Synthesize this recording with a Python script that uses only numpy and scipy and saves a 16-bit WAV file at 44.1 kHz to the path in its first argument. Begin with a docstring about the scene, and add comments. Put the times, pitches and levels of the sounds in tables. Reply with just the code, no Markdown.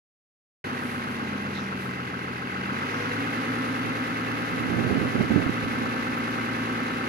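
"""Riding on a harvester

The diesel engine sags under load, then runs up to its steady speed. It turns a drive shaft once in
three engine turns, and the same knocks, clanks and booms come round on every shaft turn. Steel panels
drone, gears whine, straw hisses through the machine, and a gust of wind buffets the right microphone.
Near the end the rhythm jumps ahead with a dull low bump, like a brief audio dropout."""
import sys
import numpy as np
from scipy import signal
from scipy.fft import rfft, irfft
from scipy.io import wavfile
from scipy.ndimage import uniform_filter1d

SR = 44100
rng = np.random.default_rng(int(sys.argv[2]) if len(sys.argv) > 2 else 0)


def wrap_up_sound(samples):
    """Save the sound to the file named by the first command line argument, as 16-bit audio."""
    columns = np.atleast_2d(samples).T
    # keep every value between -1 and 1, then stretch to whole-number steps
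    tamed = np.clip(columns, -1, 1)
    steps = np.round(tamed * 32767).astype(np.int16)
    wavfile.write(sys.argv[1], SR, steps)


N = 312228
T = np.arange(N) / SR
HZ = np.arange(N // 2 + 1) * SR / N
STEADY_SPEED = 28.7  # engine turns per second
JUMP_S, JUMP_LENGTH_S = 5.65, .014  # when the sound jumps ahead, and how long the jump takes


def undb(db):
    """Turn decibels into a gain."""
    return 10 ** (np.asarray(db) / 20)


def unit(x):
    """Scale a signal to an average (rms) size of 1."""
    return x / np.sqrt(np.mean(x ** 2))


def response(points):
    """Gain at every frequency, from (Hz, dB) points."""
    hz, db = np.transpose(points)
    return undb(np.interp(np.log(HZ + 1), np.log(hz), db))


def colour(x, points):
    """Shape a sound's bass and treble, then scale it to size 1."""
    return unit(irfft(rfft(x) * response(points), N))


def wander(rate, size=4096):
    """Smooth random motion; a higher rate moves faster."""
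    slow = irfft(rfft(rng.standard_normal(size)) * np.exp(-(HZ[:size // 2 + 1] / rate) ** 2))
    return np.interp(T, np.linspace(0, T[-1], size), unit(slow))


def bump(at, half_length):
    """A smooth swell around one moment."""
    return np.exp(-.5 * ((T - at) / half_length) ** 2)


def each_turn(turns, place, half_length):
    """A swell at one place in every turn, and the distance from that place in turns."""
    offset = (turns - place + .5) % 1 - .5
    return np.exp(-.5 * (offset / half_length) ** 2), offset


def strike(times, sizes):
    """Sharp clicks, each shared between its two nearest samples."""
    place = np.clip(times * SR, 0, N - 2)
    i, part = place.astype(int), place % 1
    sizes = sizes * (times > 0) * (times < T[-1])
    return np.bincount(i, sizes * (1 - part), N) + np.bincount(i + 1, sizes * part, N)


def passing(turns, places):
    targets = np.arange(int(turns[-1]) + 1)[:, None] + places
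    when = np.interp(targets, turns, T, right=2 * T[-1])
    lost = np.interp(when, T, np.gradient(turns) * SR) > .7 * STEADY_SPEED
    return np.where(lost, -1, when)


def rattle(turns, count, jitter_s, spread_db, scatter_db):
    """Loose parts meet at the same places in every turn, never quite equally hard or on time."""
    places = (np.arange(count) + rng.random(count)) / count
    size = rng.choice([-1, 1], count) * undb(spread_db * rng.uniform(-5.5, 3.7, count))
    when = passing(turns, places)
    late = jitter_s * rng.standard_normal(when.shape)
    hard = undb(scatter_db * rng.uniform(-1, 1, when.shape))
    return unit(strike((when + late).ravel(), (size * hard).ravel()))


def boost_db(hz, resonances):
    """How much a tone is lifted near the pitches at which a part likes to ring."""
    return sum(peak / (1 + (2 * (hz - centre) / width) ** 2) for centre, width, peak in resonances)


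def follow(speed, steady_db, doubling_db, pull_db):
    """A part's gain: it shifts with each doubling of engine speed, and while the engine speeds up."""
    pull = np.maximum(uniform_filter1d(np.gradient(speed), size=int(.48 * SR)), 0)
    return undb(steady_db + doubling_db * np.log2(speed / STEADY_SPEED) + pull_db * pull / pull.max())


def low_noise(points, power, left_db=-20):
    """Rumbling noise held to the given power on the right, and quieter on the left."""
    noise = colour(rng.standard_normal((2, N)), points)
    held = noise * np.sqrt(power / uniform_filter1d(noise ** 2, size=1100))
    return held * np.array([[undb(left_db)], [1]])


# Which side each pitch leans to (frequency [Hz], left minus right [dB])
BALANCE = [(100, -1), (300, 0), (500, 2), (700, 1), (900, -2), (1070, -2), (1300, 3), (1450, 4), (1650, 2),
           (1780, 0), (1900, -3.5), (2080, -4.5), (2400, -2), (2650, 0), (3100, -1), (3400, 2), (4000, -6),
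           (5500, -9), (6800, -11), (8000, -19), (12000, -27)]
def reflections(x, smear_s, apart_hz, apart=.63, lag_s=.00043):
    """Echoes in the steel tank smear a sound; the left lags, and the sides differ above apart_hz."""
    paths = rfft(rng.standard_normal((3, N)) * np.exp(-T / smear_s))
    own_share = apart / (1 + (apart_hz / (HZ + 1)) ** 4)
    mix = paths[0] * np.sqrt(1 - own_share) + paths[1:] * np.sqrt(own_share)
    mix[0] *= np.exp(-2j * np.pi * HZ * lag_s)
    tilt = response(BALANCE) ** np.array([[.5], [-.5]])
    tilt = tilt / np.sqrt(np.mean(tilt ** 2, axis=0))
    return irfft(rfft(x) * mix / np.abs(mix) * tilt, N)


def rubs(rows, left_db=-18):
    """Rubbing makes bands of noise that swell and fade, mostly on the right."""
    out = 0
    for at, half_length, hz, width, db in rows:
        band = irfft(rfft(rng.standard_normal(N)) / (1 + (2 * (HZ - hz) / width) ** 2), N)
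        out = out + undb(db) * unit(band) * bump(at, half_length)
    return out * np.array([[undb(left_db)], [1]])


# Tone of the bump at the dropout (frequency [Hz], level [dB])
DROPOUT_COLOUR = [(15, -11), (40, 2), (90, 5), (200, -16), (1000, -62)]
def dropout_bump():
    return low_noise(DROPOUT_COLOUR, (undb(-34) * bump(JUMP_S, JUMP_LENGTH_S)) ** 2)


# Spells of squeaking (time [s], half-length [s], pitch [Hz], width [Hz], level [dB])
SQUEAKS = [(3.62, 0.13, 9750, 299, -56), (4.15, 0.41, 11340, 228, -60), (5.05, 0.14, 9900, 315, -59)]
def bearing(turns):
    """A dry bearing chirps once a turn during each spell."""
    chirp, _ = each_turn(turns, place=.66, half_length=.32)
    return chirp * rubs(SQUEAKS)


# Single scrapes and flicks (time [s], half-length [s], pitch [Hz], width [Hz], level [dB])
SCRAPES = [(0.89, 0.099, 10100, 3970, -52.5), (1.13, 0.044, 10500, 5000, -56),
           (1.42, 0.0023, 10600, 1500, -54), (1.432, 0.0027, 10700, 1500, -56),
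           (1.575, 0.02, 3820, 750, -40.5), (1.597, 0.059, 5500, 1780, -51),
           (1.84, 0.046, 10450, 7930, -54), (2.987, 0.09, 5500, 1480, -50.5),
           (6.187, 0.0021, 15060, 1284, -46), (6.242, 0.0038, 10200, 2030, -57),
           (6.311, 0.0044, 12200, 2440, -53)]
def stalks():
    """Stalks scrape along the sheet metal or flick it."""
    return rubs(SCRAPES)


# Tone of the straw's hiss (frequency [Hz], level [dB])
STRAW_COLOUR = [(1500, -7), (3400, 10), (4000, 10.5), (4550, 4), (5100, 3.5), (6400, 2.5), (7300, -4),
                (8200, -7), (9600, -0.5), (11450, 0), (12000, -4.5), (13400, -5.5), (14200, -36),
                (15500, -45)]
def straw(crank, turns, count=45000, grain_db=.5):
    """Straw and grain patter on steel, shaken by sieve and firings and tossed once an engine turn."""
    shake = 1 + .14 * np.cos(2 * np.pi * (turns - .4))
    buzz = 1 + .094 * np.cos(2 * np.pi * 2 * crank)
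    toss = 1 + .42 * np.exp(-((3 * turns - .19) % 1) / .3)
    sides = []
    for side in range(2):
        hardness_db = grain_db * np.minimum(rng.exponential(size=count), 5)
        grains = strike(rng.random(count) * T[-1], rng.choice([-1, 1], count) * undb(hardness_db))
        hiss = colour(grains * shake * buzz * toss, STRAW_COLOUR)
        sides.append(reflections(hiss, smear_s=.00059, apart_hz=1500)[side])
    return np.array(sides)


# Tones of the dull wind and its sharp whirls (frequency [Hz], level [dB])
WIND_COLOUR = [(20, -65), (45, -41), (80, -9.5), (140, -4), (250, -2), (400, -14), (600, -20), (800, -24.5),
               (1500, -44), (5000, -78)]
WHIRL_COLOUR = [(100, -9), (300, 7.5), (450, 1), (750, -12), (1000, -24), (3000, -60)]
# Gusts riding on the breeze (time [s], half-length [s], level [dB])
GUSTS = [(3.87, 0.049, -36.5), (4.77, 0.11, -24.5), (4.95, 0.1, -21.5), (5.195, 0.037, -20.5),
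         (5.38, 0.045, -21.5)]
# The hardest hits of air (time [s], fade time [s], level [dB], share of sharp whirls [0-1])
BUFFETS = [(4.84, .012, -19, 0), (4.908, 0.018, -16, 0.24), (5.052, .01, -17, 0.33),
           (5.152, 0.024, -17.5, 0), (5.203, .016, -10.5, 0.11), (5.303, 0.024, -12, 0.2),
           (5.358, 0.02, -11.5, 0.4), (5.388, 0.013, -25, 0.57), (5.426, .01, -20, 0.4),
           (5.461, 0.012, -15, 0), (5.493, 0.011, -17, 0), (5.814, 0.019, -26, 0.1)]
def wind(flutter_db=2, whirl_share=.17, attack_s=.0013):
    """Swirling air hits the right microphone: a breeze, fluttering gusts and sudden buffets."""
    breeze = (undb(-34.5) * bump(5.18, .81)) ** 2
    gusts = sum((undb(db) * bump(at, half_length)) ** 2 for at, half_length, db in GUSTS)
    power = (breeze + gusts) * undb(flutter_db * wander(46)) ** 2
    dull, sharp = (1 - whirl_share) * power, whirl_share * power
    for at, fade_s, db, share in BUFFETS:
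        rise = np.clip((T - at) / attack_s, 0, 1)
        push = undb(db) * rise * np.exp(-np.clip((T - at) / fade_s, 0, 20))
        dull += (1 - share) * push ** 2
        sharp += share * push ** 2
    return low_noise(WIND_COLOUR, dull) + low_noise(WHIRL_COLOUR, sharp)


# Where the rotor's housing rings (pitch [Hz], width [Hz], boost [dB])
HOUSING = [(197, 28, 17), (255, 43, 8)]
def rotor(crank, speed, belt_ratio=8.73):
    """A belt-driven rotor hums, and swells when the sagging speed tunes it to its housing."""
    phase = 2 * np.pi * (belt_ratio * crank + rng.random())
    size = undb(-54.5 + boost_db(belt_ratio * speed, HOUSING)) * (1 + .15 * wander(7))
    return size * np.sqrt(2) * np.sin(phase)


# Loose parts (place in the turn [0-1], pitch [Hz], width [Hz], level [dB])
CLANKS = [(.0, 1170, 350, -51), (.07, 1280, 300, -52.5), (.09, 2150, 400, -54), (.13, 1550, 160, -46),
          (.205, 1280, 300, -51.5), (.255, 2150, 500, -54.5), (.305, 1540, 140, -44.5),
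          (.365, 2000, 500, -49.5), (.405, 2520, 496, -58), (0.483, 1560, 220, -47.5),
          (.52, 1280, 300, -52), (0.554, 2030, 348, -50.5), (0.636, 1703, 500, -50),
          (0.728, 2180, 405, -57), (.745, 1240, 348, -45.5), (.775, 1493, 218, -44.5),
          (.85, 1560, 201, -48.5), (0.899, 1480, 199, -48.5)]
def clanks(turns, jitter_s=.00007, scatter_db=-.4):
    """Each loose part strikes once a turn, a little unevenly, and rings very briefly."""
    out = 0
    for place, hz, width, db in CLANKS:
        when = passing(turns, place).ravel()
        late, soft = rng.standard_normal((len(when), 2)).T
        blows = strike(when + jitter_s * late, undb(scatter_db * np.minimum(soft, 1.5)))
        ring = 1 / (1 + 1j * (HZ ** 2 - hz ** 2) / (width * (HZ + 1))) ** 2
        out = out + undb(db) * unit(irfft(rfft(blows) * ring, N))
    return reflections(out, smear_s=.0042, apart_hz=550, apart=.21)


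# Tone of the knocking frame (frequency [Hz], level [dB])
KNOCK_COLOUR = [(30, -47), (55, -13.5), (100, -9.5), (170, -2.5), (200, -9.5), (260, -3), (320, -0.5),
                (400, -2.5), (500, -4), (620, -12), (780, -6.5), (950, -9), (1300, -13.5), (2500, -59)]
def knocks(turns, rumble_db=-6):
    """Chains and links knock through the frame, over the rumble of the crop."""
    links = rattle(turns, count=72, jitter_s=.0001, spread_db=1.2, scatter_db=1.8)
    rumble = undb(rumble_db) * unit(rng.standard_normal(N))
    return reflections(colour(links + rumble, KNOCK_COLOUR), smear_s=.005, apart_hz=700, lag_s=.00022)


# Panel booms (place in the turn [0-1], pitch [Hz], half-length [turns], level [dB], left delay [s])
BOOMS = [(0.037, 253.2, 0.08, -37, 0.00027), (.296, 255, .065, -48, 0.00025),
         (.444, 250, 0.055, -45, 0.00026), (.889, 234, 0.051, -48, 0.00027), (.45, 780, 0.18, -48, 0.00049),
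         (.75, 1060, .2, -49.5, .00045)]
def sieve(turns, shaft_speed, uneven_db=.9, surge_db=3):
    """The shaking sieve sets the big panels booming once a turn, each at its own pitch."""
    out = 0
    for place, hz, half_length, db, lag_s in BOOMS:
        swell, offset = each_turn(turns, place, half_length)
        phase = 2 * np.pi * hz * (offset / shaft_speed - np.array([[lag_s], [0]]))
        out = out + undb(db) * unit(swell * np.cos(phase) * undb(uneven_db * wander(5.6)))
    return out * undb(surge_db * bump(3.68, .1))  # louder as the engine overshoots its speed


# Where the gear casing rings (pitch [Hz], width [Hz], level [dB])
CASING = [(1110, 120, -17), (1285, 130, -13.5), (1553, 110, -14.5), (1890, 110, -19), (2075, 170, -13),
          (2580, 200, -22.5), (2820, 350, -22.5)]
def casing(ticks):
    """Ticks and firings keep the gear casing ringing."""
    blows = rfft(ticks)
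    ringing = sum(undb(db) * unit(irfft(blows / (1 + 2j * (HZ - hz) / width) ** 2, N))
                  for hz, width, db in CASING)
    return reflections(ringing, smear_s=.000853, apart_hz=600, apart=.011)


# Tones of the gear teeth and the engine block (frequency [Hz], level [dB])
GEAR_COLOUR = [(400, -68), (900, -7), (1100, 7), (1350, -13), (1570, 1.5), (1720, 5.5), (2100, -2.5),
               (2400, 0.5), (2620, 3.5), (3200, -9), (5000, -24.5), (15000, -33)]
DIESEL_COLOUR = [(500, -24), (920, -9), (1120, 2.5), (1300, 2), (1600, -1.5), (1750, -1), (2080, 1),
                 (2380, -12), (2650, 0), (3200, -10.5), (3800, -17), (4500, -12), (5200, -19.5),
                 (7000, -30.5), (15000, -105)]
def clatter(crank, turns, revs):
    """Gear teeth tick harder with speed; each firing knocks on the block, and the valves snap shut."""
    teeth = rattle(turns, count=96, jitter_s=.00004, spread_db=1.6, scatter_db=1.6)
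    valves = rattle(crank / 2, count=12, jitter_s=.00006, spread_db=1.2, scatter_db=1.5)
    firing = unit(np.exp(-(2 * crank % 1) / .22) * rng.standard_normal(N))  # twice an engine turn
    gears = reflections(colour(teeth, GEAR_COLOUR), smear_s=.0056, apart_hz=505, apart=.51)
    block = reflections(colour(valves + firing, DIESEL_COLOUR), smear_s=.0027, apart_hz=590, apart=.24)
    wash = colour(rng.standard_normal((2, N)), DIESEL_COLOUR)  # blurred echoes from far panels
    gearbox = undb(-8) * gears + casing(teeth + firing)
    return np.sqrt(revs) * gearbox + undb(-8) * block + undb(-10) * wash


# Where the steel body panels ring (pitch [Hz], width [Hz], boost [dB])
PANELS = [(92.5, 7.6, 4), (110.4, 11.6, 5.5), (129.3, 22.6, 8), (237, 25, 13), (278.8, 8.1, 12),
          (385, 31, 5.5), (483, 21, 9.5)]
def panel_drone(tones, turns, shaft_speed, lag_s, waver, waver_hz):
    """The shaft's tones swell as they slide through the pitches at which the panels ring."""
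    out = np.zeros((2, N))
    for multiple, db, pan_db in tones:
        hz = multiple * shaft_speed
        phase = 2 * np.pi * (multiple * turns + rng.random()) + waver * wander(waver_hz)
        size = undb(db + boost_db(hz, PANELS)) * (1 + waver * wander(waver_hz)) * np.sqrt(2)
        out[0] += size * undb(pan_db / 2) * np.sin(phase - 2 * np.pi * hz * lag_s)
        out[1] += size * undb(-pan_db / 2) * np.sin(phase)
    return out


# High gear tones (pitch [cycles per shaft turn], level [dB], left minus right [dB])
GEAR_TONES = [(110, -52, -1), (111, -52, -7), (118, -50.5, -1), (120, -48.5, 0), (129, -48.5, 3),
              (133, -52, 5), (138, -53, 6), (141, -53, 7), (147, -54, 10), (157, -54, 7), (160, -53, 5),
              (162, -48.5, 0), (163, -52, 0), (171, -52.5, 2), (183.1, -46.5, 1), (195, -54, -1),
              (206, -53, 0), (206.9, -55, 1), (209.2, -55, -9), (212.9, -53.5, -5), (235.5, -55.5, 4),
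              (268.9, -58, 1)]
def gear_whine(turns, shaft_speed, revs):
    """Meshing gears whine, much louder near top speed."""
    return revs ** 6 * panel_drone(GEAR_TONES, turns, shaft_speed, lag_s=.0006, waver=.24, waver_hz=14)


# Low engine and shaft tones (pitch [cycles per shaft turn], level [dB], left minus right [dB])
ENGINE_TONES = [(6, -59, -1), (9, -62, -6), (12, -47.5, 0), (15, -56, -2), (16, -55, 2), (18, -47, 1),
                (24, -47.5, 0), (30, -47.5, 0), (33, -54, 3), (34, -55, 0), (36, -48.5, 0), (39, -51, 1),
                (40, -54.5, 1), (41, -55, 1), (45, -50, 3), (48, -51, 3), (53, -54, 4), (54, -48.5, 3),
                (56.2, -55, 5), (65, -57, 2), (69, -54, 2), (75, -56, -2), (81, -53, -1), (92, -58, 0),
                (99, -58, 0)]
def engine_hum(turns, shaft_speed):
    """The engine and its shaft shake the panels into a deep, wavering hum."""
    return panel_drone(ENGINE_TONES, turns, shaft_speed, lag_s=.0004, waver=.22, waver_hz=12)


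# The diesel sags, then recovers (time [s], speed [engine turns per second])
ENGINE_SPEED = [(0.64, 24.68), (1.55, 22.83), (2.05, 21.28), (2.42, 21.27), (2.68, 22.45), (2.97, 26.52),
                (3.45, 29.14), (3.85, 28.73), (4.6, 28.63), (7.08, 28.74)]
def scene(jump_turns=.225):
    """One engine speed drives all the turning parts; scraping stalks and wind come on top."""
    speed = np.interp(T, *np.transpose(ENGINE_SPEED))
    revs = speed / speed.max()
    crank = np.cumsum(speed) / SR  # engine turns so far
    turns, shaft_speed = crank / 3, speed / 3
    # the sound jumps ahead about 23 ms, like a brief audio dropout
    beat = turns + jump_turns * np.clip((T - JUMP_S) / JUMP_LENGTH_S, 0, 1)
    hum = engine_hum(turns, shaft_speed) * follow(speed, steady_db=-1.6, doubling_db=12, pull_db=.6)
    whine = gear_whine(turns, shaft_speed, revs)
    booms = sieve(beat, shaft_speed) * follow(speed, steady_db=0, doubling_db=28.6, pull_db=-1.8)
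    chains = knocks(beat) * follow(speed, steady_db=-37, doubling_db=4.4, pull_db=.93)
    metal = clatter(crank, beat, revs) * follow(speed, steady_db=-33.2, doubling_db=4.5, pull_db=2.4)
    loose = clanks(beat) * follow(speed, steady_db=-1, doubling_db=-1, pull_db=3)
    hiss = straw(crank, beat) * follow(speed, steady_db=-47, doubling_db=11.4, pull_db=.88)
    background = hiss + stalks() + bearing(beat) + rotor(crank, speed) + wind() + dropout_bump()
    return background + loose + chains + booms + metal + whine + hum


def record(dry, start_s=.641, top_hz=15500):
    """The sound starts abruptly after a silence, and its highest treble is cut off."""
    opened = np.clip((T - start_s) / .002, 0, 1)
    return signal.sosfilt(signal.ellip(10, .2, 80, top_hz, fs=SR, output="sos"), dry * opened)


dry = scene()
out = record(dry)
wrap_up_sound(out)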